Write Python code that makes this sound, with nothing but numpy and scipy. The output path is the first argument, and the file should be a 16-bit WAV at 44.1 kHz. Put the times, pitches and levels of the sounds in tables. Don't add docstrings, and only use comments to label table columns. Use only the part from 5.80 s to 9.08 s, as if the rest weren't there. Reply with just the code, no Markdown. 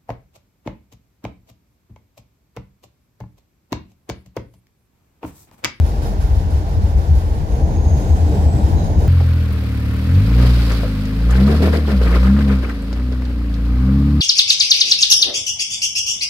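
import sys
import numpy as np
from scipy import signal
from scipy.io import wavfile
from scipy.ndimage import uniform_filter1d

SR = 44100
rng = np.random.default_rng(int(sys.argv[2]) if len(sys.argv) > 2 else 0)


def invert_db(x):
    u = np.asarray(x, float) / 20
    return 10 ** u


def file_out(sig):
    cols = np.atleast_2d(sig).T
    lim = np.clip(cols, -1, 1)
    pcm = np.round(lim * 32767).astype(np.int16)
    wavfile.write(sys.argv[1], SR, pcm)


N = 144648


def evened(x):
    return x / np.sqrt(np.mean(x ** 2) + 1e-20)


def read(points, hz):
    f, value = np.transpose(points)
    return np.interp(np.log(hz + 1), np.log(f + 1), value)


def curve(points, t):
    return np.interp(t, *np.transpose(points))


def smoothed_twice(x, size):
    return uniform_filter1d(uniform_filter1d(x, size=size), size=size)


def sides(db):
    return invert_db(np.array([db / 2, -db / 2]))


def resonate(x, hz, width):
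    turn = np.exp(2j * np.pi * hz * np.arange(x.shape[-1]) / SR)
    r = np.exp(-np.pi * max(width, 1) / SR)
    return (turn * signal.lfilter([(1 - r) ** 2], [1, -2 * r, r * r], x / turn)).real


def bins(size):
    return np.fft.rfftfreq(size, 1 / SR), np.arange(N * 4 // size + 5) * size / (4 * SR)


# frequency in Hz, likeness from -1 to 1 (clipped).
PORT_LIKENESS = [(200, 0.94), (300, 0.83), (600, 0.65), (900, 0.16), (1250, -1.136), (1600, -0.074),
                 (1800, 0.49), (2600, -0.07)]
# frequency in Hz, lead of the right port in radians.
PORT_LEAD = [(30, 0.48), (70, 0.27), (100, 0.17), (160, 0.087), (200, 0.13), (600, 0.029)]
# frequency in Hz, left minus right in dB.
LEAN_LOW = [(25, 5.5), (50, 2.4), (90, 2.6), (180, .6), (350, 1.2), (450, -1.1), (630, 2.6), (800, -1.5)]
# frequency in Hz, left minus right in dB.
LEAN_HIGH = [(1500, -3), (2500, -1.7), (3700, 0), (4400, -5), (6500, -4.5), (7900, .7), (10600, -13),
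             (13000, -4)]


def air(field_db, size, lean, patchy_db, flicker_db):
    hz, t = bins(size)
    a, b, c, d, patches = rng.standard_normal((len(t), len(hz), 5)).T
    patches = uniform_filter1d(patches, size=10, axis=0)
    patches = evened(uniform_filter1d(patches, size=10, axis=1))
    flicker = evened(uniform_filter1d(rng.standard_normal(len(t)), size=3))
    same = np.clip(read(PORT_LIKENESS, hz), -1, 1)[:, None]
    left = a + 1j * b
    shared = same * left * np.exp(1j * read(PORT_LEAD, hz))[:, None]
    right = shared + np.sqrt(1 - same ** 2) * (c + 1j * d)
    z = np.array([left, right]) * sides(read(lean, hz))[:, :, None]
    z *= invert_db(field_db + patchy_db * patches + flicker_db * flicker)
    return signal.istft(z, nperseg=size, noverlap=size * 3 // 4)[1][:, :N]


# start in seconds, peak level in dB, pitch in Hz.
TICKS = [(0.0633, -38, 10700), (0.0927, -39, 9590), (0.2254, -57, 11600), (0.414, -46, 9810),
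         (0.425, -42, 10000), (0.735, -44, 10200), (0.79, -47, 10000), (0.7067, -39, 9740),
         (0.8931, -45, 11700), (0.9488, -45, 10180), (1.7103, -45, 9800), (1.735, -42, 10200),
         (2.3693, -44, 10620), (3.045, -41, 9640)]
TICK_S, TICK_DB, TICK_LEAN_DB = 0.00095, -6, -12


def ticks():
    out, t = np.zeros((2, N + 600)), np.arange(600) / SR
    envelope = t / TICK_S * np.exp(1 - t / TICK_S)
    wobble = 0.71 * np.sin(2 * np.pi * 1400 * t)
    for s, db, hz in TICKS:
        snap = envelope * np.sin(2 * np.pi * hz * t + wobble)
        a = int(s * SR)
        out[:, a:a + 600] += invert_db(db + TICK_DB) * sides(TICK_LEAN_DB)[:, None] * snap
    return out[:, :N]


# middle in seconds, level in dB, pitch in Hz.
THUMPS = [(.3, -31, 200), (.9, -30.5, 151), (1.03, -29, 195), (1.17, -24, 145), (1.3, -22.5, 139.9),
          (1.62, -25, 148.7), (2.07, -24, 150), (2.17, -25, 150.4), (2.25, -23.5, 133.5),
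          (2.5, -25.5, 298.7), (2.53, -30.5, 448.5), (2.54, -18, 135.7), (3.0, -16, 52.45), (2.2, -18, 50),
          (2.57, -25.5, 199.7), (2.75, -19, 124.1), (3.1, -23, 128.8), (3.19, -19.5, 125.1)]
THUMP_S = 0.024


def thumps():
    out, t = np.zeros((2, N)), np.arange(N) / SR
    for (s, db, hz), phase in zip(THUMPS, rng.random(len(THUMPS))):
        turn = 2 * np.pi * (hz * t + phase) + np.array([[0], [read(PORT_LEAD, hz)]])
        out += invert_db(db) * np.sqrt(2) * np.exp(-((t - s) / THUMP_S) ** 2) * np.sin(turn)
    return out


# start, loudest and end in seconds, pitch in Hz, level in dB.
SQUEALS = [(1.675, 1.72, 2.05, 6490, -56), (1.8, 2.16, 2.44, 6515, -48), (2.3, 2.4, 2.55, 6540, -56),
           (2.2, 2.38, 2.55, 7740, -56.5), (2.4, 2.58, 2.7, 7780, -55.5), (2.55, 2.73, 2.9, 7810, -51.5),
           (2.95, 2.985, 3.16, 6530, -51), (3.0, 3.08, 3.14, 6530, -54), (3.08, 3.2, 3.4, 6540, -56),
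           (2.95, 3.0, 3.1, 3910, -48), (2.46, 2.55, 2.66, 3800, -59), (2.82, 2.88, 2.95, 3850, -57),
           (1.515, 1.57, 1.6, 9080, -61.5), (1.63, 1.66, 1.69, 9080, -67),
           (1.75, 1.772, 1.79, 11050, -61.5), (1.78, 1.805, 1.83, 10950, -62.5)]
SQUEAL_DB, SWELL = 0.5, 0.8
SQUEAL_WIDTH_HZ, SKIRT_WIDTH_HZ, SKIRT_DB = 110, 400, 6
PURE, WAVER_HZ, PORT_DRIFT = 0.64, 26, 1.1


def squeals():
    t, out = np.arange(N) / SR, np.zeros((2, N))
    for s, top, end, hz, db in SQUEALS:
        a, b = int(s * SR), min(int(end * SR), N)
        rub = rng.standard_normal((4, SR))[:, :b - a]
        waver = evened(smoothed_twice(rub[2:], 900))
        turn = 2 * np.pi * np.cumsum(hz + WAVER_HZ * waver[0]) / SR
        tone = np.sqrt(2) * np.sin(turn + PORT_DRIFT * waver[1] * np.array([[0], [1]]))
        core = evened(resonate(rub[:2], hz, SQUEAL_WIDTH_HZ))
        fuzz = core + invert_db(SKIRT_DB) * evened(resonate(rub[:2], hz, SKIRT_WIDTH_HZ))
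        shape = np.interp(t[a:b], [s, top, end], [0, 1, 0]) ** SWELL
        gain = invert_db(db + SQUEAL_DB) * sides(read(LEAN_HIGH, hz))[:, None]
        out[:, a:b] += gain * shape * (PURE * tone + (1 - PURE) * fuzz)
    return out


# start in seconds, strength in dB over the hiss, length in seconds.
SCUFFS = [(0.034, 6.5, 0.058), (0.214, 10, 0.059), (0.399, 8.5, 0.025), (0.54, 3.5, 0.028),
          (0.7, 3.5, 0.066), (0.87, 0.5, 0.029), (1.022, 3, 0.074), (1.172, 3, 0.053), (1.347, 7, 0.036),
          (1.499, 0.5, 0.061), (1.707, 2, 0.056), (1.885, 0.5, 0.044), (2.041, 1, 0.16), (2.164, 6, 0.055),
          (2.242, 3.5, 0.19), (2.444, 4, 0.23), (2.72, 4, 0.067), (2.827, 7, 0.079), (3.031, 3.5, 0.045),
          (3.179, 7, 0.061)]
SCUFF_RISE_S, SCUFF_FALL_S = 0.011, 0.052
LULLS = [.37, .665, .845, .995, 1.15, 1.66, 1.84, 2.0, 2.71, 3.165]
LULL_DB, LULL_S = -4.5, 0.028


def scuffing(t):
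    s, db, length = np.transpose(SCUFFS)[:, :, None]
    rise = np.clip((t - s) / SCUFF_RISE_S, 0, 1)
    fall = np.exp(-np.maximum(t - s - length, 0) / SCUFF_FALL_S)
    lull = np.exp(-((t - np.array(LULLS)[:, None]) / LULL_S) ** 2)
    return (db * rise * fall).max(0) + LULL_DB * lull.max(0)


# frequency in Hz, share from 0 to 1.
SCUFF_REACH = [(300, 0.13), (700, 0.27), (2000, 0.25), (6000, 0.41), (9500, 0.75), (14000, 0.75)]


def scuff_lift(hz, t):
    return read(SCUFF_REACH, hz)[:, None] * scuffing(t)


# time in seconds, hiss level in dB.
CONTACT = [(0, -45.5), (.9, -45), (1.7, -46), (2.2, -45), (2.57, -43.5), (2.72, -44), (3.28, -45)]


def contact(t):
    level = curve(CONTACT, t)
    return level.mean(), level - level.mean()


# pitch in Hz, width in Hz, level in dB.
WHEEL = [(1410, 25, -63), (1552, 20, -64), (1830, 25, -66), (2550, 60, -69), (3133, 40, -70),
         (3575, 15, -69), (3795, 40, -65), (4375, 20, -69), (5120, 220, -64)]


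def wheels():
    t = np.arange(N) / SR
    out = np.zeros((2, N))
    for hz, width, db in WHEEL:
        ring = evened(resonate(rng.standard_normal((2, N)), hz, width))
        out += invert_db(db) * sides(read(LEAN_HIGH, hz))[:, None] * ring
    return out * invert_db(contact(t)[1] + 0.97 * scuffing(t))


# frequency in Hz, density in dB per Hz.
HISS = [(900, 3.5), (1300, 1), (2000, -6), (5200, -9.5), (7500, -13), (8600, -21.5), (10800, -18),
        (15500, -23)]
HISS_DB, CONTACT_TREBLE = 4.0, 0.3


def hiss():
    hz, t = bins(256)
    mean_db, change_db = contact(t)
    follows = np.where(hz > 8200, CONTACT_TREBLE, 1)[:, None]
    field = (read(HISS, hz) - 60 * (hz < 700))[:, None] + follows * change_db
    field = field + scuff_lift(hz, t)
    noise = air(field, size=256, lean=LEAN_HIGH, patchy_db=0.62, flicker_db=0.1)
    return invert_db(mean_db + HISS_DB) * evened(noise)


# time in seconds, roar level in dB.
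WALLS = [(0, -28.5), (.3, -27.5), (.4, -30), (.6, -28.5), (1.15, -27.5), (1.5, -29.5), (1.69, -28),
         (1.82, -22.5), (2.05, -24), (2.3, -23.5), (2.47, -23), (2.55, -20.5), (2.65, -21), (2.85, -22),
         (3.12, -21.5), (3.2, -21.5), (3.28, -21)]
# frequency in Hz, density in dB per Hz.
ROAR_OPEN = [(85, -35), (110, 0.5), (140, 1.5), (250, -15.5), (300, -9.5), (800, -13), (1200, -23),
             (1700, -37)]
# frequency in Hz, density in dB per Hz.
ROAR_TUNNEL = [(85, -3), (110, 1), (170, -5.5), (260, -9.5), (480, -18), (800, -18.5), (1250, -36.5),
               (1700, -45)]
# pitch in Hz, width in Hz, lift in dB.
PANELS = [(142, 8.1, -1), (204.3, 22.6, 5.5), (302, 12, 4.5), (467, 35, 5.5), (660, 14.4, 6.5),
          (784, 20, 3)]
OPEN_DB, TUNNEL_DB = -36.5, -18.5


def roar():
    hz, t = bins(2048)
    level = curve(WALLS, t)
    shut = np.clip((level - OPEN_DB) / (TUNNEL_DB - OPEN_DB), 0, 1)
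    colour = read(ROAR_OPEN, hz)[:, None] * (1 - shut) + read(ROAR_TUNNEL, hz)[:, None] * shut
    for f, width, lift in PANELS:
        colour = colour + (lift / (1 + (2 * (hz - f) / width) ** 2))[:, None]
    colour = colour - 60 * ((hz < 60) | (hz > 2500))[:, None]
    colour = colour - 10 * np.log10((invert_db(colour) ** 2).sum(0))
    field = colour + level - level.mean() + scuff_lift(hz, t)
    noise = air(field, size=2048, lean=LEAN_LOW, patchy_db=0.4, flicker_db=0.3)
    return invert_db(level.mean() + 2.01) * evened(noise)


# pitch in Hz, width in Hz, level in dB.
CAB = [(32, 28, -13), (45, 10.4, -0.5), (62, 30, -6), (71, 14, -14), (80.2, 19, 2.5)]
# frequency in Hz, density in dB per Hz.
SHAKE = [(8.8, -46), (15, -17), (70, -15), (87, 12), (113, -29), (130, -16.5), (170, -39), (290, -120)]
SHAKE_DB = -12.5


def cab_noise():
    hz, t = bins(8192)
    band_db = -60 * ((hz < 12) | (hz > 160))[:, None] * np.ones(len(t))
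    flat = evened(air(band_db, size=8192, lean=LEAN_LOW, patchy_db=5.5, flicker_db=4.0))
    shake_db = band_db + read(SHAKE, hz)[:, None]
    shake = air(shake_db, size=8192, lean=LEAN_LOW, patchy_db=2.5, flicker_db=2.5)
    drum = np.zeros((2, N))
    for k, (f, width, db) in enumerate(CAB):
        drum += (-1) ** k * invert_db(db) * evened(resonate(flat, f, width))
    x = evened(drum) + invert_db(SHAKE_DB) * evened(shake)
    power = smoothed_twice((x ** 2).mean(0), 1500) + 1e-3
    return evened(x / np.sqrt(power))


# middle in seconds, strength in dB over the idle boom,
# length in seconds, pitch in Hz.
SURGES = [(0.034, 8, 0.058, 76.95), (0.105, 2, 0.02, 71), (0.209, 6, 0.05, 76.1),
          (0.336, 0.1, 0.052, 60.64), (0.405, 7.4, 0.018, 57.9), (0.452, 9.5, 0.018, 65.5),
          (0.526, 9, 0.029, 63.4), (0.578, 10.5, 0.025, 68.7), (0.61, 6.9, 0.013, 75.6),
          (0.673, 3, 0.036, 71.96), (0.727, 4.5, 0.07, 65.5), (0.764, 6, 0.043, 72),
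          (0.849, 4, 0.027, 53.9), (0.929, 2, 0.024, 63.1), (0.999, 8, 0.055, 86.1),
          (1.051, 10.5, 0.03, 69.6), (1.125, 1.6, 0.045, 73.2), (1.177, 9.9, 0.045, 65.2),
          (1.325, 9, 0.075, 77.97), (1.359, 9.9, 0.048, 61.1), (1.475, 2.5, 0.037, 83.9),
          (1.529, 3.5, 0.058, 58.23), (1.592, 3, 0.02, 75.5), (1.681, 3, 0.042, 57.4),
          (1.75, 5.5, 0.037, 62.67), (1.836, 7.5, 0.029, 64.98), (1.885, 4.5, 0.027, 75.05),
          (2.005, 6, 0.072, 76.1), (2.074, 8.5, 0.025, 64.7), (2.146, 8.5, 0.067, 73),
          (2.256, 6.0, 0.022, 79.0), (2.324, 10, 0.05, 73.04), (2.442, 5.5, 0.056, 79.47),
          (2.504, 10, 0.031, 69.37), (2.549, 4.0, 0.04, 71), (2.613, 7.5, 0.044, 80.7),
          (2.657, 9.1, 0.058, 73.1), (2.757, 9.5, 0.024, 72.14), (2.85, 12.5, 0.024, 69.22),
          (2.956, 8.5, 0.048, 79.14), (3.041, 0, 0.023, 71.9), (3.12, 6.5, 0.041, 79.6),
          (3.186, 11, 0.035, 63.4), (3.247, 3, 0.045, 65)]
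IDLE_DB, SWING_DB, NOISE_DB = -17.5, -1, -2
SAG_HZ_PER_S, SWING_LEAD, SWING_LEAN_DB = -150, 0.36, 2.5


def boom():
    noise = cab_noise()
    s, db, length, pitch = np.transpose(SURGES)[:, :, None]
    t = np.arange(0, N + 64, 64) / SR
    surge_db = (db * np.exp(-((t - s) / (0.63 * length)) ** 4)).max(0)
    near = np.exp(-((t - s) / length) ** 2) + 1e-9 / (1 + 1e4 * (t - s) ** 2)
    sagging = pitch + SAG_HZ_PER_S * np.clip(t - s, -length, length)
    floor_hz = (near * sagging).sum(0) / near.sum(0)
    surge_db, floor_hz = (np.interp(np.arange(N) / SR, t, v) for v in (surge_db, floor_hz))
    turn = 2 * np.pi * (np.cumsum(floor_hz) / SR + rng.random()) + np.array([[0], [SWING_LEAD]])
    swing = np.sqrt(2 * abs(invert_db(2 * surge_db) - 1)) * np.sin(turn)
    floor = invert_db(SWING_DB) * sides(SWING_LEAN_DB)[:, None] * swing
    return invert_db(IDLE_DB) * (floor + invert_db(NOISE_DB + 0.46 * surge_db) * noise)


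def scene():
    return ticks() + thumps() + squeals() + wheels() + hiss() + roar() + boom()


def top_cut(x):
    return signal.sosfilt(signal.butter(12, 16310, fs=SR, output="sos"), x)


def record(dry):
    limited = np.tanh(dry)
    edge = signal.firwin(1023, 15760, window=("kaiser", 9), fs=SR)[None]
    mix = signal.oaconvolve(limited, edge, "same")
    return top_cut(mix)


dry = scene()
out = record(dry)
file_out(out)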